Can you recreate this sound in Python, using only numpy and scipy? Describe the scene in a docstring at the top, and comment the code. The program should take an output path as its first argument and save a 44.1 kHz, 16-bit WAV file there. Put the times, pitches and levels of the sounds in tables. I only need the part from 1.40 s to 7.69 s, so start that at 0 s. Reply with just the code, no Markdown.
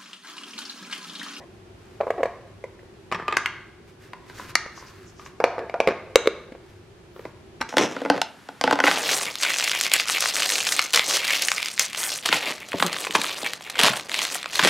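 """Hollow plastic knocks, scrapes and a hard latch snap, heard close up in an echoing kitchen over a low hum.
Two small tubs are set into a lunch box on a stone counter; the hollow lid is scraped off the counter,
turned over in the hands with its clasps swinging, seated on the box and latched.
Blows ring damped wall modes; plastic sticks and slips in pulse trains that excite the same modes;
skin is grainy filtered noise, the echo a set of decaying noise bands, the room tone steady coloured noise."""
import sys
import numpy as np
from scipy import signal
from scipy.fft import rfft, irfft
from scipy.io import wavfile
from scipy.ndimage import uniform_filter1d

SR = 44100
rng = np.random.default_rng(int(sys.argv[2]) if len(sys.argv) > 2 else 0)


def int16_out(signal):
    """Quantize to a 16-bit WAV file."""
    q = np.round(np.clip(np.atleast_2d(signal).T, -1, 1) * 32767)
    wavfile.write(sys.argv[1], SR, q.astype(np.int16))


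N = 277356
T = np.arange(N) / SR
RING_T = T[:8192]  # time axis of one blow
TOP_HZ = 15800  # upper edge of the ticks and of the recorder

# colour of the burst of crowded small modes at a contact: f/Hz, relative level/dB
CRACK_COLOUR = [(250, -13.5), (800, 0.5), (2300, 6.5), (3200, -5.5), (4200, -4), (6000, -6), (9000, -19.5),
                (12500, -23), (16000, -43)]
# difference between the two microphone ports: f/Hz, side minus mid/dB (held to 0 dB at most in ports)
PORT_WIDTH = [(60, -38), (110, -11), (200, -28), (380, -32.5), (700, -31), (1290, -22.5), (2380, -12.5),
              (4400, -5), (8120, 0), (15000, 28)]


def undb(db):
    """Decibels to gain."""
    return 10 ** (np.asarray(db) / 20)


def level(x, db):
    """Set a steady sound to an rms level."""
    return x * undb(db) / np.sqrt(np.mean(x ** 2))


def burst(x, db):
    """Give a short sound the energy of 10 ms at this rms level."""
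    return x * undb(db) * np.sqrt(.01 * SR / (np.sum(x ** 2) + 1e-18))


def along(hz, points, axis=1):
    """Read one column of a table on a log-frequency axis."""
    points = np.array(points, float)
    return np.interp(np.log(np.maximum(hz, 1)), np.log(points[:, 0]), points[:, axis])


def colour(x, points):
    """Filter a sound by a curve of (Hz, dB) points."""
    hz = np.fft.rfftfreq(len(x), 1 / SR)
    return irfft(rfft(x) * undb(along(hz, points)), len(x))


def band(x, lo_hz, hi_hz, order=3):
    """Causal band-pass."""
    edges = [lo_hz, min(hi_hz, SR / 2 - 1000)]
    return signal.sosfilt(signal.butter(order, edges, "band", fs=SR, output="sos"), x)


def add(track, s, x):
    """Mix a sound in at a time in seconds."""
    i = max(int(s * SR), 0)
    x = x[..., :track.shape[-1] - i]
    track[..., i:i + x.shape[-1]] += x


def walk(rate):
    """Smooth random drift with a spread near 1, drawn afresh rate times a second."""
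    k = int(SR / rate)
    steps = np.repeat(rng.standard_normal(N // k + 1), k)
    return 0.92 * uniform_filter1d(steps, k)[:N]


def ports(mid, side, width):
    """Left and right of close ports: mostly the treble differs, never by more than unrelated sound would."""
    side = colour(side, [(hz, min(db, 0)) for hz, db in width])
    return np.array([mid + side, mid - side])


def room_tone(waver_db=1.5):
    """Still air as wavering coloured noise, and an appliance humming in narrow resonances."""
    # still air: f/Hz, relative level/dB
    air = [(13, -36.5), (22, -14.5), (106, -2), (236, -8.5), (310, -16), (366, -3.5), (420, -14),
           (771, -17), (988, -21), (1710, -24), (2140, -26), (2450, -25), (11500, -43), (14300, -59),
           (16000, -67)]
    # side against mid of the air: f/Hz, level/dB
    air_width = [(60, -20.5), (110, -23.5), (200, -5.5), (380, -4.5), (700, -3), (1290, 0), (2380, -2),
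                 (4400, 12), (8120, 3), (15000, 17)]
    # kitchen appliance's hum: f/Hz, width/Hz, level/dB
    hum_bands = [(61.1, 5.2, -64), (99.43, 3.3, -60), (365.6, 75, -54)]
    air_db = -50.5  # before the stereo spread and the waver
    mid, side = (level(colour(rng.standard_normal(N), air), air_db) for _ in range(2))
    hum = 0
    for hz, width, db in hum_bands:
        hum = hum + level(band(rng.standard_normal(N), hz - width / 2, hz + width / 2, order=2), db)
    return ports(mid, side, air_width) * undb(waver_db * walk(2.148)) + hum


def sliding():
    """Gain of the rubbing skin: a faint rustle from holding, and strokes that gather speed, hold and stop."""
    # fingers sliding over the plastic: start t/s, length/s, level added over the hold/dB
    strokes = [(0.337, 0.63, -65), (2.46, 0.11, -61), (2.59, 0.14, -54.5), (2.854, 0.13, -51),
               (2.943, 0.16, -41.5), (3.075, 0.052, -41.5), (3.248, 0.55, -54), (3.783, 0.14, -52.5),
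               (5.196, 0.27, -64), (5.74, 0.19, -58)]
    hold_db = -70
    attack, release = 0.29, 0.44  # shares of a stroke's length
    gain = np.full(N, undb(hold_db))
    for s, length, db in strokes:
        done = np.linspace(0, 1, int(length * SR))
        swell = np.minimum(np.minimum(done / attack, (1 - done) / release), 1)
        add(gain, s, undb(db) * swell)
    return gain


def fingers(grain_db=3, catch_db=2, skid_width=0.17):
    """Skin catches and lets go on the shell: a grainy hiss, and a narrow swish where a fingertip skids."""
    # skin on plastic: f/Hz, relative level/dB
    rub_colour = [(300, 9.5), (700, -4), (1000, 6.5), (1600, 11), (3000, 1.5), (4500, -0.5), (6300, -4),
                  (9000, -9.5), (13000, -11), (16000, -23)]
    # side against mid of the rubbing: f/Hz, level/dB
    rub_width = [(60, -28), (110, -22), (200, -18), (380, -9.5), (700, -4.5), (1290, -27), (2380, -26),
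                 (4400, -6.5), (8120, -6), (15000, -2)]
    # fingertip skidding over the smooth shell: middle t/s, length/s, level before the swell/dB, f/Hz
    skids = [(2.984, 0.12, -56, 6460), (3.077, 0.15, -67, 12300), (3.385, 0.1, -49.5, 5670),
             (3.479, 0.081, -54, 5340), (3.687, 0.089, -57.5, 6180), (3.795, 0.11, -58.5, 5700),
             (3.862, 0.048, -51, 5950), (5.79, 0.18, -69, 13000)]
    grains = undb(grain_db * walk(900) + catch_db * walk(45))
    noise = rng.standard_normal((2, N)) * grains
    hiss = np.array([level(colour(channel, rub_colour), 0) for channel in noise]) * sliding()
    for s, length, db, hz in skids:
        swell = np.hanning(int(length * SR))
        noise = rng.standard_normal((2, SR // 4))
        swish = level(band(noise, hz * (1 - skid_width), hz * (1 + skid_width), order=2), db)
        add(hiss, s - length / 2, swish[:, :len(swell)] * swell[:swish.shape[1]])
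    return ports(*hiss, rub_width)


def ring(modes, pitch=1, scatter_db=3.5, detune=0.012):
    """Damped modes; each contact weighs and tunes them a little differently."""
    hz, db, t60 = np.array(modes, float).T[:, :, None]
    size, shift = rng.standard_normal((2, len(hz), 1))
    waves = np.sin(2 * np.pi * hz * pitch * (1 + detune * shift) * RING_T)
    decay = undb(db + scatter_db * size - 60 * RING_T / t60)
    return np.sum(decay * waves, axis=0)


def crowded(fade, points):
    """A burst of very many small modes, so close together that they fill the spectrum evenly."""
    spectrum = rfft(rng.standard_normal(len(fade)) * fade)
    even = irfft(spectrum / (np.abs(spectrum) + 1e-18), len(fade))  # keep the phases, flatten the levels
    return colour(even, points) * np.sqrt(np.sqrt(fade))


def contacts(table, sharp_db):
    """Each blow and its weaker, softer second corner: s, pitch factor, flex dB, clack dB, tick dB."""
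    corner_db, corner_hardness_db = -7.5, -5
    # past a threshold the plastic snaps and the tick grows faster (dB per dB)
    tick_db, snap_from_db, snap_growth = -15.5, -20.5, 1.1
    for s, db, hardness_db, pitch, lag in table:
        corners = [(s, db, hardness_db)]
        if lag > .001:  # a shorter lag counts as a flat landing
            corners.append((s + lag, db + corner_db, hardness_db + corner_hardness_db))
        for at, flex_db, hard_db in corners:
            clack_db = flex_db + hard_db
            snap_db = snap_growth * max(clack_db - snap_from_db, 0)
            yield at, pitch, flex_db, clack_db, clack_db + tick_db + sharp_db + snap_db


def blows(table, modes, crack_colour, crack_t60, crack_db, gain_db,
          side_db=-8, contact_s=0.001, bass_hz=270, sharp_db=0):
    """Blows on one object: the walls flex, the stiff corners clack, the edge ticks, each in its own band.

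    crack_db = crowded small modes against the clear ones in each band; sharp_db = extra tick of a thin edge.
    crack_t60 sets the fade from which the crowded burst is shaped."""
    out = np.zeros((2, N))
    push = 1 - np.exp(-RING_T / contact_s)  # the plastic gives a little as it is met
    fade = undb(-60 * RING_T / crack_t60)
    radiation = signal.butter(2, bass_hz, "high", fs=SR, output="sos")  # small walls radiate little bass
    edges = [250, 1350, 4200, TOP_HZ]  # Hz: flex, clack, tick
    for s, pitch, *levels in contacts(table, sharp_db):
        crack, apart = (crowded(fade, crack_colour) for _ in range(2))
        mid = side = 0
        for lo, hi, db, share_db in zip(edges, edges[1:], levels, crack_db):
            own = [mode for mode in modes if lo <= mode[0] < hi]
            tone = burst(ring(own, pitch), 0) if own else 0
            motion = push * (tone + burst(band(crack, lo, hi, order=2), share_db))
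            mid = mid + burst(signal.sosfilt(radiation, motion), db)
            side = side + burst(push * band(apart, lo, hi), db + side_db)
        add(out, s, ports(mid, side, PORT_WIDTH))
    return out * undb(gain_db)


def judders(table, modes, slip_db=7):
    """A tight fit slides in quick slips that keep the walls ringing: even slips squeak, uneven ones scrape."""
    out = np.zeros(N)
    for s, length, db, first_rate, last_rate, uneven, top_hz in table:
        count = int(length * (first_rate + last_rate) / 2)
        wait, size = uneven * rng.standard_normal((64, 2))[:count].T
        times = np.cumsum(np.exp(wait) / np.linspace(first_rate, last_rate, count))
        slips = np.zeros(len(RING_T))
        places = np.minimum((times - times[0]) * SR, len(slips) - 1).astype(int)
        slips[places] = undb(slip_db * size)
        sound = band(signal.fftconvolve(slips, ring(modes)), 210, top_hz, order=2)
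        add(out, s, sound * undb(db) * np.sqrt(length * SR / np.sum(sound ** 2)))
    return out


def tubs():
    """Soft tub walls flex and boom as they are set into the box, squeaking where the fit is tight."""
    # blows: t/s, flex level over 10 ms before the gain/dB, hardness as clack over flex/dB,
    # pitch factor from the grip, lag until the opposite corner lands/s
    hits = [(.6035, -21.5, -28, 0.95, 0), (.6085, -15, -17.5, 1.0, 0.0049), (.632, -26, -32, 0.91, .005),
            (.668, -21.5, -19, .9, 0), (.678, -24, -28, 0.913, 0.00018), (.704, -14, -12, 0.94, 0.0026),
            (.78, -27.5, -20, 0.78, 0), (.806, -25, -17, 0.913, 0), (.831, -13.5, -9, 0.928, 0.0042),
            (.8555, -18.5, -10.5, 0.98, 0), (1.2395, -28, -7.5, .89, 0.0021),
            (1.392, -49, 0.5, 0.98, 0.0069), (1.43, -44, -22, 0.68, 0)]
    # sticking and slipping: t/s, length/s, level/dB, first and last slip rate/Hz, unevenness, highest f/Hz
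    slips = [(.003, .04, -46, 930, 1020, 0.11, 1160), (.779, .033, -28, 410, 257, 0.037, 1120),
             (.862, 0.0276, -43, 500, 480, 0.56, 3000)]
    # tub modes: f/Hz, relative level/dB, t60/s
    modes = [(332, -36, 0.032), (521, -6.5, 0.045), (584, 7.5, 0.027), (680, 5, 0.026), (1092, -7, 0.031),
             (1170, -42, 0.013), (1850, 3, 0.01), (1960, -2.5, 0.011), (2320, -4.5, 0.018),
             (2860, -24, 0.013), (3820, -19, 0.0098)]
    knocks = blows(hits, modes, CRACK_COLOUR, crack_t60=0.022, crack_db=(-16, -5, 0),
                   gain_db=-3, contact_s=0.0019)
    return knocks + judders(slips, modes)


def lid():
    """The hollow lid clacks and scrapes in thin-wall modes, a touch louder on the left."""
    # blows: t/s, flex level over 10 ms before the gains/dB, hardness as clack over flex/dB,
    # pitch factor from the grip, lag until the opposite corner lands/s
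    hits = [(1.715, -29, -3, 0.91, .004), (1.723, -24, -0.5, .94, .0075),
            (1.746, -29.5, -0.5, 0.93, 0.00018), (1.798, -31, -16, 1.0, 0.00062),
            (1.8805, -21.5, -2.5, 0.97, .005), (1.9248, -24.5, 0, 0.99, 0.0023), (1.9685, -20, 5.5, .9, 0),
            (2.059, -34, 14.5, 0.86, 0), (2.733, -35.5, 0, 0.85, 0.00089), (2.898, -48, 5, 0.83, 0.0013),
            (2.9965, -35, -12, .86, 0.0039), (3.261, -40.5, -4, 0.84, 0), (3.376, -41.5, -8, 0.89, 0),
            (3.425, -42, -17, 0.85, 0.00065), (3.795, -43, -7, 1.0, 0.017),
            (3.861, -43.5, 1.5, 0.92, 0.012)]
    # sticking and slipping: t/s, length/s, level before the left-right tilt/dB, first and last slip rate/Hz,
    # unevenness, highest f/Hz
    slips = [(1.724, 0.035, -31, 700, 500.5, 0.53, 3330), (1.79, 0.028, -37, 489, 493, 0.83, 1990),
             (1.886, 0.021, -36.5, 603, 490, 0.8, 3000), (1.929, 0.03132, -33.5, 594, 388, .7, 2970),
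             (6.205, 0.0058, -36, 894, 864, 0.43, 3020)]
    # lid modes: f/Hz, relative level/dB, t60/s
    modes = [(426, -10, 0.029), (579, -1, 0.01), (935, -14, 0.023), (1120, -8, 0.025), (1216, 2.5, 0.028),
             (1510, -23, 0.0048), (1734, 2, 0.021), (1876, 6, 0.012), (2130, 0, .022), (2580, 2, 0.02),
             (3173, -10.5, 0.056), (3410, 3.5, 0.0044), (5060, -6, 0.013), (5590, 5, 0.0083),
             (7500, 8.5, 0.0031)]
    knocks = blows(hits, modes, CRACK_COLOUR, crack_t60=0.018, crack_db=(-4, 2, 3),
                   gain_db=0.5, contact_s=0.00093)
    tilt_db = [[.4], [-.4]]  # left, right
    return (knocks + judders(slips, modes)) * undb(tilt_db)


def thuds(rattle_db=-4):
    """The shell bumps as a whole on the counter: a low, slightly rough ring."""
    # bumps: t/s, level over 10 ms/dB, f/Hz, t60/s
    bumps = [(1.722, -38, 200, .058), (1.745, -35, 170.6, 0.24), (1.825, -42, 139, 0.073),
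             (1.931, -38, 347, 0.2), (3.261, -39.5, 304, 0.021), (4.472, -28, 206, 0.071),
             (4.487, -34, 310, 0.034), (4.757, -31.5, 71.3, 0.01), (5.121, -38, 281, .038),
             (5.853, -35.5, 308, 0.081), (6.21, -32, 264, 0.095)]
    out = np.zeros(N)
    for s, db, hz, t60 in bumps:
        noise = rng.standard_normal(len(RING_T)) * undb(-60 * RING_T / t60)
        rattle = band(noise, hz / 2, hz * 1.42, order=2)
        tone = ring([(hz, 0, t60)])
        add(out, s, burst(burst(tone, 0) + burst(rattle, rattle_db), db))
    return out


def clasps():
    """Swinging clasps strike with a hard clack and the sharp tick of a thin edge."""
    # blows: t/s, flex level over 10 ms/dB, hardness as clack over flex/dB,
    # pitch factor from the grip, lag until the opposite corner lands/s
    hits = [(3.1534, -20.5, 7, 0.99, 0.0016), (6.2112, -28, 1, 0.93, 0), (6.2148, -25, 3.5, 0.98, 0.0099)]
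    # clasp modes: f/Hz, relative level/dB, t60/s
    modes = [(740, -18, 0.018), (934, 8.5, 0.016), (1270, 4, 0.019), (1560, -3, 0.022), (1740, 3.5, 0.0099),
             (1866, 6.5, 0.015), (2150, 0, 0.025), (2535, -1, 0.013), (3085, -29, 0.0078),
             (3550, -15, 0.013), (4040, 2.5, 0.016), (4470, -4, 0.019), (5660, 0.5, 0.014),
             (6800, -10, 0.008), (7830, -5.5, 0.0094), (9200, -16, 0.008)]
    return blows(hits, modes, CRACK_COLOUR, crack_t60=0.014, crack_db=(-3, 2, 2),
                 sharp_db=5, gain_db=0.0, side_db=-7.5)


def box():
    """The lid being seated rings the box walls and judders along the tight rim."""
    # blows: t/s, flex level over 10 ms before the gain/dB, hardness as clack over flex/dB,
    # pitch factor from the grip, lag until the opposite corner lands/s
    hits = [(4.002, -22, -10, 0.93, 0), (4.0402, -12, -7.5, 1.0, 0.00091), (4.181, -28, -19, 0.98, 0.00097),
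            (4.191, -34, -4, 0.93, 0.0027), (4.296, -35.5, -3.5, .95, 0.0013),
            (4.3412, -24.5, -15, 1.05, 0), (4.4022, -16, -6, .99, 0.0047), (4.4737, -16, -5, 0.93, 0.0075),
            (4.487, -20.5, -9, .77, 0.018), (5.1215, -43, -4.5, 0.89, 0), (5.15, -42.5, -14, 0.92, 0),
            (5.762, -43, -10.5, 0.77, 0.0058), (5.793, -40.5, -9, 0.8, 0.0022), (5.8528, -33, -8, 0.87, 0)]
    # sticking and slipping: t/s, length/s, level/dB, first and last slip rate/Hz, unevenness, highest f/Hz
    slips = [(4.006, 0.02, -29.5, 797, 925, 0.036, 1060), (4.056, .035, -34, 693, 735, .03, 990),
             (4.1, .07, -40, 794, 660, 0.028, 1000), (4.18, 0.062, -33.5, 550.4, 494, 0.26, 1010),
             (4.346, 0.021, -29, 650, 730, 0.022, 900), (4.478, 0.038, -28.5, 506.8, 345.5, .7, 3000)]
    # box modes: f/Hz, relative level/dB, t60/s
    modes = [(383, -22, 0.02), (511, -7.5, 0.058), (564, 6.5, 0.026), (682, 3, 0.022), (731.5, -20, 0.22),
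             (885, -8.5, 0.023), (1152, -3.5, 0.017), (1625, 4.5, 0.012), (1797, -9.5, 0.03),
             (2303, 7.5, 0.011), (2390, -31, 0.01), (3600, -32, 0.013), (5230, -1.5, 0.015),
             (5660, 1, 0.0074)]
    knocks = blows(hits, modes, CRACK_COLOUR, crack_t60=0.021, crack_db=(-10, -1, 1),
                   gain_db=2.5, contact_s=0.00076)
    return knocks + judders(slips, modes)


def latch():
    """The latch snaps shut: short, bright modes under a crack of its own colour."""
    # blows: t/s, flex level over 10 ms before the gain/dB, hardness as clack over flex/dB,
    # pitch factor from the grip, lag until the opposite corner lands/s
    hits = [(4.757, -7.5, -4.5, 1.0, 0), (4.858, -27, -14, 1.0, 0), (4.873, -13, -8, 1.0, 0)]
    # latch modes: f/Hz, relative level/dB, t60/s
    modes = [(382.1, -19, 0.024), (459, -3, 0.027), (510, -0.5, 0.031), (1197, -1.5, 0.0067),
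             (1370, -1, 0.023), (1956, -22, .01), (2206, 14, .013), (2610, 4, 0.014), (3330, -8, .008),
             (3740, 14.5, 0.014), (3960, 17, 0.0091), (4120, -6, 0.013), (5030, 11, 0.0082),
             (6150, 10, 0.014), (7330, 21, 0.006), (8100, 9.5, .007), (10100, -1, 0.0055)]
    # crowded small modes of the snap: f/Hz, relative level/dB
    snap_colour = [(250, -30), (800, 12), (2300, 9.5), (3100, 10.5), (4100, 0.5), (6000, 13), (9000, -2.5),
                   (12500, -5.5), (16000, -21.5)]
    return blows(hits, modes, snap_colour, crack_t60=.01, crack_db=(-14, -1, 4), gain_db=1.5, side_db=-11)


def kitchen(x, build_s=0.0037, early_db=4, early_s=0.028, sideways_db=5):
    """Near reflections and a diffuse tail, strongest early on, whose treble dies soonest."""
    # kitchen echo: f/Hz, relative level/dB, t60/s
    echo = [(99, -21.5, 0.34), (254.2, -7.5, 0.69), (525, -12, 0.71), (1090, -3, 0.7), (2000, -8.5, 0.68),
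            (3910, -9, 0.62), (8175, -14, 0.38), (16000, -32, 0.2)]
    # counter and nearby surfaces: delay/s, gain
    reflections = [(.0043, 0.017), (.009, 0.07)]
    t = T[:SR]
    build = 1 - np.exp(-(t / build_s) ** 2)
    tails = np.zeros((2, len(t)))
    for hz in 125 * 2 ** np.arange(0, 7.1, .5):  # half-octave bands
        decay_db = -60 * t / along(hz, echo, axis=2) + early_db * np.exp(-t / early_s)
        shape = undb(decay_db) * build
        noise = band(rng.standard_normal((2, len(t))), hz / 2 ** (1 / 4), hz * 2 ** (1 / 4))
        tails += noise * shape / np.sqrt(np.sum(shape ** 2)) * undb(along(hz, echo))
    response = ports(*tails, PORT_WIDTH)
    for delay, gain in reflections:
        add(response, delay, np.array([gain]))
    # the walls also get what the plastic radiates sideways
    heard = x.mean(axis=0) + undb(sideways_db) * (x[0] - x[1]) / 2
    return signal.fftconvolve(heard[None], response, axes=1)[:, :N]


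def scene():
    """Tubs in, lid over with its clasps swinging, lid seated, latch shut."""
    # each source and its send to the room in dB: what faces the microphone is heard with less of the room
    sources = [(tubs(), -1.0), (lid(), -0.06), (clasps(), -2.0), (box(), 0.23), (latch(), -4.0),
               (thuds() + fingers(), 0)]
    direct = sum(sound for sound, _ in sources)
    spread = sum(sound * undb(send_db) for sound, send_db in sources)
    return direct + kitchen(spread) + room_tone()


def record(dry):
    """Peaks past full scale overload the recorder and clip; a steep low-pass then cuts the top."""
    low_pass = signal.ellip(8, .2, 80, TOP_HZ, fs=SR, output="sos")
    return signal.sosfilt(low_pass, np.clip(dry, -1, 1))


dry = scene()
out = record(dry)
int16_out(out)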